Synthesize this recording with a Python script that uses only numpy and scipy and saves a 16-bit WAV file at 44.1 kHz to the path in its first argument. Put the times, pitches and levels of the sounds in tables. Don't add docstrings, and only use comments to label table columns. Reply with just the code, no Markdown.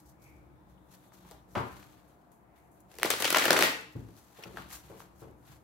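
import sys
import numpy as np
from scipy import signal
from scipy.fft import rfft, irfft, next_fast_len
from scipy.io import wavfile
from scipy.ndimage import uniform_filter1d

SR = 44100
rng = np.random.default_rng(int(sys.argv[2]) if len(sys.argv) > 2 else 0)


def to_wav(s):
    ch = np.atleast_2d(s).T
    pcm = np.round(np.clip(ch, -1, 1) * 32767)
    wavfile.write(sys.argv[1], SR, pcm.astype(np.int16))


def ratio_of_db(decibels):
    return 10 ** (np.asarray(decibels, float) / 20)


N = 248283


def evened(x):
    return x / np.sqrt(np.mean(x ** 2) + 1e-20)


def peaked(x):
    return x / np.sqrt(uniform_filter1d((x[:2] ** 2).mean(0), size=44).max())


def read(points, hz):
    f, value = np.transpose(points)
    return np.interp(np.log(hz + 1), np.log(f + 1), value)


def colour(x, points):
    size = next_fast_len(x.shape[-1])
    gain = ratio_of_db(read(points, np.fft.rfftfreq(size, 1 / SR)))
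    return irfft(rfft(x, size) * gain, size)[..., :x.shape[-1]]


def resonate(x, hz, width):
    turn = np.exp(2j * np.pi * np.cumsum(hz * np.ones(x.shape[-1])) / SR)
    r = np.exp(-np.pi * width / SR)
    return 2 * (turn * signal.lfilter([1 - r], [1, -r], x / turn)).real


def gain_track(rows):
    s, db = np.transpose(rows)
    return ratio_of_db(np.interp(np.arange(N) / SR, s, db, left=-150, right=-150))


def stroke(s, db, rise_s, fade_s, bend=1):
    t = np.arange(0, N, 16) / SR - s
    fall = np.maximum(t / max(fade_s, .01), -t / max(rise_s, .005))
    return np.repeat(ratio_of_db(db - 20 * fall ** bend), 16)[:N]


def burst(kick, unlike, length, rise=0.00035):
    t = np.arange(2000) / SR
    noise = rng.standard_normal((3, len(t)))
    decay = np.exp(-(t / (length + rise)) ** 2) + 0.22 * np.exp(-t / (3.0 * length))
    shape = (1 - np.exp(-t / rise)) ** 2 * decay
    near = (noise[0] + unlike * noise[1:]) * shape - kick * np.exp(-t / .00008)
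    return np.vstack([near, np.linalg.norm(near[0]) * (t == 8 / SR)])


def add(mix, s, sound, side_db):
    part = mix[:, round(s * SR):][:, :sound.shape[-1]]
    part += (sound * ratio_of_db(np.array([[side_db], [-side_db], [0]]) / 2))[:, :part.shape[1]]


# frequency_hz, likeness
COHERENCE = [(60, .7), (200, .76), (400, .65), (750, .3), (1300, -.1), (2500, .05), (15000, 0)]


def diffuse(pair):
    left, other = rfft(pair)
    same = np.clip(read(COHERENCE, np.fft.rfftfreq(pair.shape[1], 1 / SR)), -1, 1)
    return irfft(np.array([left, same * left + np.sqrt(1 - same ** 2) * other]), pair.shape[1])


# frequency_hz, density_db [dB per Hz]
AIR = [(30, -21.5), (200, -1.5), (460, -8.5), (850, -4.5), (1680, -16.5), (3300, -34.5), (5500, -37.5),
       (13000, -31.5)]
# frequency_hz, width_hz, level_db
ROOM_MODES = [(119.3, 3.5, -9.5), (137, 13, 0), (182.9, 2.8, 1), (306.6, 10, 3), (341.4, 3.6, -4),
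              (471, 30, -8.5)]
# start_s, level_db
TRAFFIC = [(0, -61.5), (.4, -59), (.99, -63.5), (1.6, -60), (1.8, -58), (2.18, -66.5), (2.63, -64.5),
           (2.95, -62), (3.9, -62), (4.0, -64), (4.2, -64.5), (4.4, -68.5), (4.52, -57), (4.84, -60),
           (5.63, -61)]


def room_tone():
    air = evened(diffuse(colour(rng.standard_normal((2, N)), AIR)))
    drive = diffuse(rng.standard_normal((2, N)))
    boom = sum(ratio_of_db(db) * evened(resonate(drive, hz, width)) for hz, width, db in ROOM_MODES)
    lowest = evened(resonate(resonate(drive, 60.3, 13.0), 64, 33))
    swell = gain_track(TRAFFIC)
    wide = ratio_of_db(-2) * swell * (swell / swell.mean()) ** 0.7
    return ratio_of_db(-61.5) * air + ratio_of_db(-0.5) * swell * evened(boom) + wide * lowest


# peak_s, level_db, pitch_hz, rise_s, fade_s [s per 20 dB]
WHISTLES = [
    (0.27, -60.5, 2270, 0.1, 0.25),
    (0.78, -66, 3050, -0.36, -0.2),
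    (2.7, -65.5, 700, 2, 1),
    (2.58, -70, 2000, 0.27, 0.3),
    (1.4, -71, 3560, 1.2, -1.66),
]
WHISTLE_WIDTHS = [350, 310, 39.74, 900, 710]


def squeak():
    out = np.zeros((2, N))
    for (s, db, hz, rise_s, fade_s), width in zip(WHISTLES, WHISTLE_WIDTHS):
        noise = rng.standard_normal((2, N))
        tone = evened(resonate(resonate(noise, hz, width), hz, width))
        out += tone * stroke(s, db, rise_s, fade_s)
    return out


# frequency_hz, t60_s
DECAY = [(100, 0.66), (300, 0.43), (800, 0.47), (2000, 0.5), (4800, 0.44), (8000, 0.41), (12000, 0.36),
         (16000, .3)]
# frequency_hz, level_db
WALLS = [(100, 5.5), (400, 2), (800, 2.5), (2000, 0.8), (4000, 1.5), (9000, 1.5), (12000, 2), (16500, 2.5)]
# delay_s, level_db
BOUNCES = [(.0095, -19.5), (0.0137, -16.5), (0.0172, -21.5), (.024, -24)]


def room(x, wet_db):
    size = SR // 2
    taps = np.zeros((2, size))
    grid = np.arange(300, size - 20, 12)
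    at = grid + rng.integers(0, 12, (2, len(grid)))
    np.put_along_axis(taps, at, rng.choice([-1., 1.], at.shape), 1)
    hz, t, z = signal.stft(diffuse(taps), SR, nperseg=256)
    z = z * ratio_of_db(-60 * t / read(DECAY, hz)[:, None])
    tail = signal.istft(z, SR, nperseg=256)[1][:, :size]
    tail = colour(tail * np.clip(np.arange(size) / SR / 0.0075, 0, 1), WALLS)
    tail *= ratio_of_db(wet_db) / np.linalg.norm(tail[0])
    for s, db in BOUNCES:
        tail[[0, 1], round(s * SR) + rng.integers(0, 25, 2)] += ratio_of_db(db) * rng.choice([-1, 1])
    return x[:2] + signal.fftconvolve(x[2:], tail, axes=1)[:, :N]


# frequency_hz, width_hz, level_db
TABLE_MODES = [(120.3, 8.1, 9), (181, 4.8, 8), (274, 27, -5.5), (330, 16, 3)]


def table(blows):
    boom = sum(ratio_of_db(db) * resonate(blows[2], hz, width) for hz, width, db in TABLE_MODES)
    return np.array([boom, np.roll(boom, 22)])


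# frequency_hz, density_db [dB per Hz]
FINE = [(3000, -26), (5300, -10), (6600, 2), (9000, -0.5), (12000, 5.5), (16500, -9)]
# peak_s, level_db, rise_s, fade_s [s per 20 dB]
BRUSHES = [(1.09, -67, 0.46, -1.8), (1.49, -79, .02, -0.5), (2.08, -68, -5, .1), (2.318, -65, -0.1, 0.1),
           (2.56, -75, -1, 0.3), (2.68, -78, 0.2, -0.9), (2.719, -69, .01, 0.2), (2.805, -57, -0.08, -0.9),
           (5.31, -66, -1.2, 0), (5.39, -73, .08, 1), (5.468, -63, -0.38, 0)]


def brushes():
    effort = sum(stroke(s, db, rise_s, fade_s) for s, db, rise_s, fade_s in BRUSHES)
    return evened(colour(rng.standard_normal((3, N)), FINE)) * effort


# frequency_hz, density_db [dB per Hz]
HISS = [(1760, -41.5), (3000, -4), (4800, 3.5), (6390, 7.5), (9660, 3), (12000, 8.5), (16500, -1)]
SCRAPE = [(300, -38.5), (700, 2), (1200, 4.5), (2500, -0.5), (4500, -2), (7000, -40.5)]
# start_s, level_db
FLUTTER = [
    (3.04, -54.5),
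    (3.166, -41.5),
    (3.204, -32),
    (3.272, -39),
    (3.462, -32.5),
    (3.542, -57),
    (3.596, -35),
    (3.67, -39),
]
# peak_s, hiss_db, scrape_db, fade_s [s per 20 dB]
RUBS = [(.085, -64.5, -86, -0.29), (.71, -74, -72, -0.14), (.94, -58.5, -56.5, -0.06),
        (1.04, -73.5, -65, -0.17), (1.29, -63.5, -58.5, 0.13), (1.537, -63, -74, -0.87),
        (1.76, -62, -55.5, 0.295), (1.93, -84, -77, -0.56), (2.098, -77.5, -70.5, 0.34),
        (5.196, -64.5, -71, 0.05), (3.02, -55, -61, 0.11), (3.971, -68.5, -63.5, 0.3),
        (4.27, -69.5, -66, 0.37), (4.407, -58.5, -49, 0.07), (4.47, -65, -54, 0.06),
        (4.54, -63, -57.5, 0.07), (4.62, -70, -63.5, 0.1), (4.741, -45.5, -47.5, 0.06),
        (4.9, -64, -60, 0.22), (5.511, -59.5, -54, 0.09)]
# peak_s, hiss_db, scrape_db, fade_s [s per 20 dB]
FLICKS = [(.002, -67, -70, 0.079), (.222, -62.5, -74, 0.22), (1.138, -59, -59, 0.11),
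          (1.58, -60, -61, 0.12), (2.33, -78, -70, .08), (2.56, -75, -69.5, 0.21), (2.78, -78, -72, 0.12),
          (2.913, -66, -59.5, .05), (4.171, -66.5, -68, 0.19), (4.577, -65, -50.5, 0.33),
          (5.005, -56, -54.5, 0.059), (5.215, -65, -61.5, 0.14)]


def slides():
    size = ratio_of_db(2.8 * np.minimum(rng.exponential(1, (2, 3, N)), 5))
    size *= rng.random((2, 3, N)) < 5000 / SR
    grit = size * rng.choice([-1., 1.], size.shape) + 0.11 * rng.standard_normal(size.shape)
    clumps = ratio_of_db(2.2 * evened(uniform_filter1d(rng.standard_normal(N), 500)))
    rough = gain_track(FLUTTER)
    smooth = ratio_of_db(-6.5) * rough
    shortest_s = .065
    moves = [(*r, .9 * max(r[-1], shortest_s), 1.6) for r in RUBS] + [(*f, .03, 1) for f in FLICKS]
    for s, hiss_db, scrape_db, fade_s, rise_s, bend in moves:
        shape = stroke(s, 0, rise_s, max(fade_s, shortest_s), bend)
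        smooth = smooth + ratio_of_db(hiss_db) * shape
        rough = rough + ratio_of_db(scrape_db) * shape
    hiss = evened(colour(grit[0], HISS) * clumps) * smooth
    scrape = evened(colour(grit[1] + 0.28 * grit[1, :1], SCRAPE) * clumps) * rough
    return hiss * ratio_of_db(2.25) + scrape * ratio_of_db(-4.0)


NONE_DB = -90
# start_s, thump_db, thump_hz, clack_db, side_db [left over right]
KNOCKS = [(1.248, -50.5, 194, -50, -0.5), (1.328, -56, 128, -67, -15), (1.552, -26, 470, -24.5, -3),
          (1.557, -25.5, 558, -28, 10.5), (1.566, -55, 497, -27.5, 6), (1.576, -29.5, 444, -24, 3),
          (3.953, -27, 239, -71, 3), (3.97, -45, 123.2, -78, -2), (3.998, -49.5, 115.6, -64, -4),
          (4.031, -51, 179, -73, 0), (4.085, -43, 290, -62, -2), (4.385, -37.5, 460, -57, -0.5),
          (4.454, -38.5, 410, -43, 5), (4.47, -43.5, 185, -65, 13), (4.587, -41.5, 193, -70, 3),
          (4.871, -53, 139.4, -69, 13), (4.897, -35.5, 410, -52.5, -1), (4.906, -39.5, 425, -50, 0),
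          (4.915, -37.5, 395, -48.5, 1), (4.934, -43, 423, -52, 0), (4.54, -38.5, 305, -61, 0),
          (5.219, -37, 350, -44.5, 1), (5.235, -42.5, 400, -55, 5), (5.279, -49, 290, -56, 9),
          (5.323, -59, 137, -61, 0.6), (5.491, -52, 131.5, -79, -17)]
# start_s, thump_db, thump_hz, side_db [left over right]
THUDS = [
    (1.553, -26.5, 275, -8),
    (1.567, -24.5, 272, 15),
    (1.591, -38, 135, -3),
    (3.953, -40.5, 117.6, 3),
    (3.965, -40.5, 318, 8),
    (5.22, -51, 117, 0),
]


def knocks():
    out = np.zeros((3, N))
    thuds = [(s, db, hz, NONE_DB, side_db) for s, db, hz, side_db in THUDS]
    for s, thump_db, thump_hz, clack_db, side_db in KNOCKS + thuds:
        thump = resonate(burst(0, .4, .006, .0015), thump_hz, .8 * thump_hz)
        thump = resonate(thump, thump_hz, 1.3 * thump_hz)
        clack_hz = 1320 + 9 * clack_db
        push = burst(0.61, 0.18, 0.0056, 0.0011)
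        clack = resonate(resonate(push, 0.94 * clack_hz, 700), 0.88 * clack_hz, 1140)
        clack = clack + ratio_of_db(-18) * resonate(resonate(push, 2000, 1000), 2000, 1500)
        blow = ratio_of_db(thump_db - 7.5) * peaked(thump) + ratio_of_db(clack_db - 4.5) * peaked(clack)
        add(out, s, blow, side_db - 2)
    return out


# frequency_hz, density_db [dB per Hz]
CRACK = [(2000, -36.5), (3500, 2), (6000, 0), (9500, -3.5), (12500, 0.5), (15500, -5), (17000, -7)]


def snap(slap_db, puff_db, crack_db, hz, length_ms, damping, kick=.006, drag_ms=0):
    length, drag = np.clip(length_ms, .5, 9) / 1000, drag_ms / 1000
    crack = colour(burst(0, 2.2, .35 * length + .0003, .0001 + drag), CRACK)
    crack += 1.5 * resonate(crack, rng.uniform(4000, 14000), 3500)
    crack[2] *= ratio_of_db(-8.0)
    push = burst(kick / length, 0.48, length + 0.001, 0.04 * length + drag)
    slap = resonate(resonate(push, hz, damping * hz), hz, 2.5 * damping * hz)
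    slap += ratio_of_db([[-13], [-13], [-10]]) * resonate(push, 2.1 * hz, 1.4 * damping * hz)
    slap = signal.lfilter(*signal.butter(2, 0.29 * hz, "high", fs=SR), slap)
    puff_hz = rng.uniform(350, 480)
    puff = resonate(resonate(burst(0, .2, .003, .001), puff_hz, 400), puff_hz, 600)
    puff = signal.lfilter(*signal.butter(2, 270, "high", fs=SR), puff)
    puff[2] *= ratio_of_db(-7.0)
    return ratio_of_db(crack_db) * peaked(crack) + ratio_of_db(slap_db) * peaked(slap) + ratio_of_db(puff_db) * peaked(puff)


# start_s, slap_db, pitch_hz, length_ms
TAPS = [
    (1.121, -41.5, 890, 2.5),
    (1.313, -34.5, 694, 2.3),
    (1.318, -40, 740, 3.4),
    (1.553, -40, 1850, 1.7),
    (4.572, -20.5, 1070, 1.83),
    (4.584, -27, 1370, 1.5),
    (5.004, -28, 1080, 1),
    (5.02, -43, 1095, 3.3),
]
# start_s, slap_db, crack_db, length_ms
CLICKS = [
    (4.4358, -34, -55, 4.5),
]
# start_s, slap_db, crack_db, length_ms
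SCUFFS = [
    (1.288, -53, -63, 11),
    (1.8292, -41, -90, 1.9),
    (4.4368, -36, -66, 3.4),
    (4.7112, -38, -60, 4.5),
]
# start_s, crack_db, side_db [left over right]
TICKS = [(0.2314, -57, 1.5), (1.3114, -39, 3.0), (1.3184, -45, 1.0), (1.5519, -45, 2.5), (2.3181, -55, 2.0),
         (2.5865, -60, 0.0), (2.7162, -59, 3.5), (2.804, -60, 5.5), (3.8104, -42, 1.5), (3.924, -52, 0.5),
         (4.1664, -49, 3.0), (4.33, -56, 2.0), (4.4393, -43, 2.0)]


def lone_cards():
    out = np.zeros((3, N))
    for s, slap_db, hz, ms in TAPS:
        add(out, s, snap(slap_db - 9.0, NONE_DB, NONE_DB, hz, ms, 0.71), .3)
    for s, slap_db, crack_db, ms in CLICKS:
        click = snap(slap_db - 3.5, NONE_DB, crack_db - 6.5, 2570, ms, .12)
        add(out, s, click * [[1], [1], [.2]], .3)
    for s, slap_db, crack_db, ms in SCUFFS:
        scuff = snap(slap_db - 7.0, NONE_DB, crack_db + 8.5, 2500, ms, 0.82)
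        add(out, s, scuff * [[1], [1], [.5]], .3)
    for s, crack_db, side_db in TICKS:
        spectrum = FINE if crack_db < -54.5 else CRACK
        tick = peaked(colour(burst(0, 1.6, .0012, .0001), spectrum))
        add(out, s, ratio_of_db(crack_db - 2.5) * tick * [[1], [1], [.5]], side_db - 2)
    return out


# start_s, slap_db, crack_db
LOOSE = [
    (2.9153, -57, -51),
    (2.9244, -72, -79.5),
    (2.9334, -60, -69.5),
    (2.941, -53, -51),
    (2.954, -58.5, -47.5),
    (2.9642, -55, -74),
    (2.986, -39.5, -34),
    (2.998, -45, -41.5),
    (3.0146, -43.5, -48),
    (3.0212, -37.5, -51),
]
# start_s, slap_db, crack_db, puff_db, pitch_hz
JUMPED = [
    (3.0319, -8, -14.5, -32.5, 1840),
    (3.2033, -33, -26.5, -32, 1337),
    (3.2444, -18, -27, -32, 2400),
    (3.3697, -11.5, -17.5, -24.5, 1700),
    (3.3725, -11.5, -18, -25.5, 1396),
    (3.4548, -19.5, -17.5, -31.5, 1890),
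    (3.564, -15.5, -38, -28, 1670),
    (3.5904, -12.5, -16, -29.5, 1418),
    (3.6252, -7, -10.5, -26.5, 1902),
]
# start_s, slap_db, crack_db, puff_db, pitch_hz
DRAGGED = [(3.047, -25.5, -38.5, -20, 1940), (3.0554, -30, -30, -30, 3300),
           (3.0607, -27.5, -37.5, -35, 990), (3.0725, -36.5, -44, -39, 2530),
           (3.1039, -20.5, -15.5, -28.5, 1680), (3.112, -22.5, -25, -32, 2930),
           (3.1369, -28, -27.5, -29.5, 1320), (3.223, -24.5, -22.5, -32, 1760),
           (3.252, -20.5, -24, -25, 2580), (3.2771, -23, -27.5, -31.5, 2450),
           (3.304, -22, -17, -30.5, 1700), (3.3265, -23.5, -20, -26.5, 2120),
           (3.3476, -10, -25, -36.5, 1730), (3.3586, -20, -34.5, -27, 2110),
           (3.362, -21.5, -32, -29.5, 900), (3.3845, -19.5, -19.5, -29, 1700),
           (3.395, -22.5, -34, -33, 2120), (3.4135, -24.5, -30, -33.5, 1500),
           (3.421, -20.5, -34, -32.5, 2030), (3.4403, -23, -25.5, -29, 1480),
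           (3.461, -25.5, -29, -25.5, 1900), (3.481, -19.5, -24, -25.5, 1470),
           (3.507, -10, -10.5, -18.5, 1650), (3.5169, -23, -40, -20.5, 1750), (3.530, -17, -17, -21, 950),
           (3.567, -20.5, -27.5, -34.5, 2760), (3.576, -25, -29.5, -25.5, 1470),
           (3.593, -24.5, -31.5, -27.5, 1330), (3.6084, -19.5, -23, -27.5, 2180),
           (3.614, -26.5, -31.5, -26.5, 1680), (3.633, -23.5, -33.5, -30.5, 1950),
           (3.637, -26.5, -26.5, -22, 2640), (3.677, -31.5, -44.5, -38, 1900)]
# frequency_hz, width_hz, level_db
PILE = [(830, 180, 5), (1900, 74, 4.5), (2664, 170, -1), (4410, 140, -6.5)]


def riffle():
    out = np.zeros((3, N))
    loose = [(s, slap_db, crack_db, slap_db + 1, 2070 + 20 * (crack_db - slap_db))
             for s, slap_db, crack_db in LOOSE]
    falls = [(*card, .0065, 0) for card in loose + JUMPED] + [(*card, .001, 1.0) for card in DRAGGED]
    for s, slap_db, crack_db, puff_db, hz, kick, drag_ms in falls:
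        side_db = rng.normal(0, 1.5)
        length_ms = min(1.49 + 0.4 * (-12 - slap_db), 3.5)
        card = snap(slap_db - .5, puff_db + .5, crack_db + 0.5, hz, length_ms, 1.0, kick, drag_ms)
        add(out, s - .0003 - drag_ms / 1000, card, side_db)
    t = np.arange(N) / SR
    out[2] *= ratio_of_db(np.interp(t, [3.45, 3.6, 3.63], [.1, 1.5, 4.5]))
    deep = out[2] * np.interp(t, [3.58, 3.62], [0, 1])
    out[2] += sum(ratio_of_db(db) * resonate(deep, hz, width) for hz, width, db in PILE)
    return out


def scene():
    light, heavy = riffle() + lone_cards(), knocks()
    near = room(light, -1.33) + room(heavy, 1.3)
    boom = table(ratio_of_db(4.2) * light + ratio_of_db(0.5) * heavy)
    return near + boom + room(slides() + brushes(), -12.5) + squeak() + room_tone()


def roll_off(x):
    return signal.sosfilt(signal.butter(12, 16800, fs=SR, output="sos"), x)


# frequency_hz, level_db
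LEAN = [(60, 1.5), (200, 2.5), (900, 3.8), (2400, 2.3), (6000, .6), (9000, 1), (13000, 3.8)]
# frequency_hz, level_db
MIC = [(20, -11.5), (40, -8), (70, -0.5), (110, 3.5), (200, -1.5), (16500, -4.5)]
# frequency_hz, level_db
EDGE = [(15800, 0), (16000, -36), (17500, -45)]


def record(dry):
    left = colour(dry[0], [(hz, db / 2) for hz, db in LEAN])
    right = colour(dry[1], [(hz, -db / 2) for hz, db in LEAN])
    clipped = np.clip(colour(np.array([left, right]), MIC), -1, 1)
    return roll_off(colour(clipped, EDGE))


dry = scene()
out = record(dry)
to_wav(out)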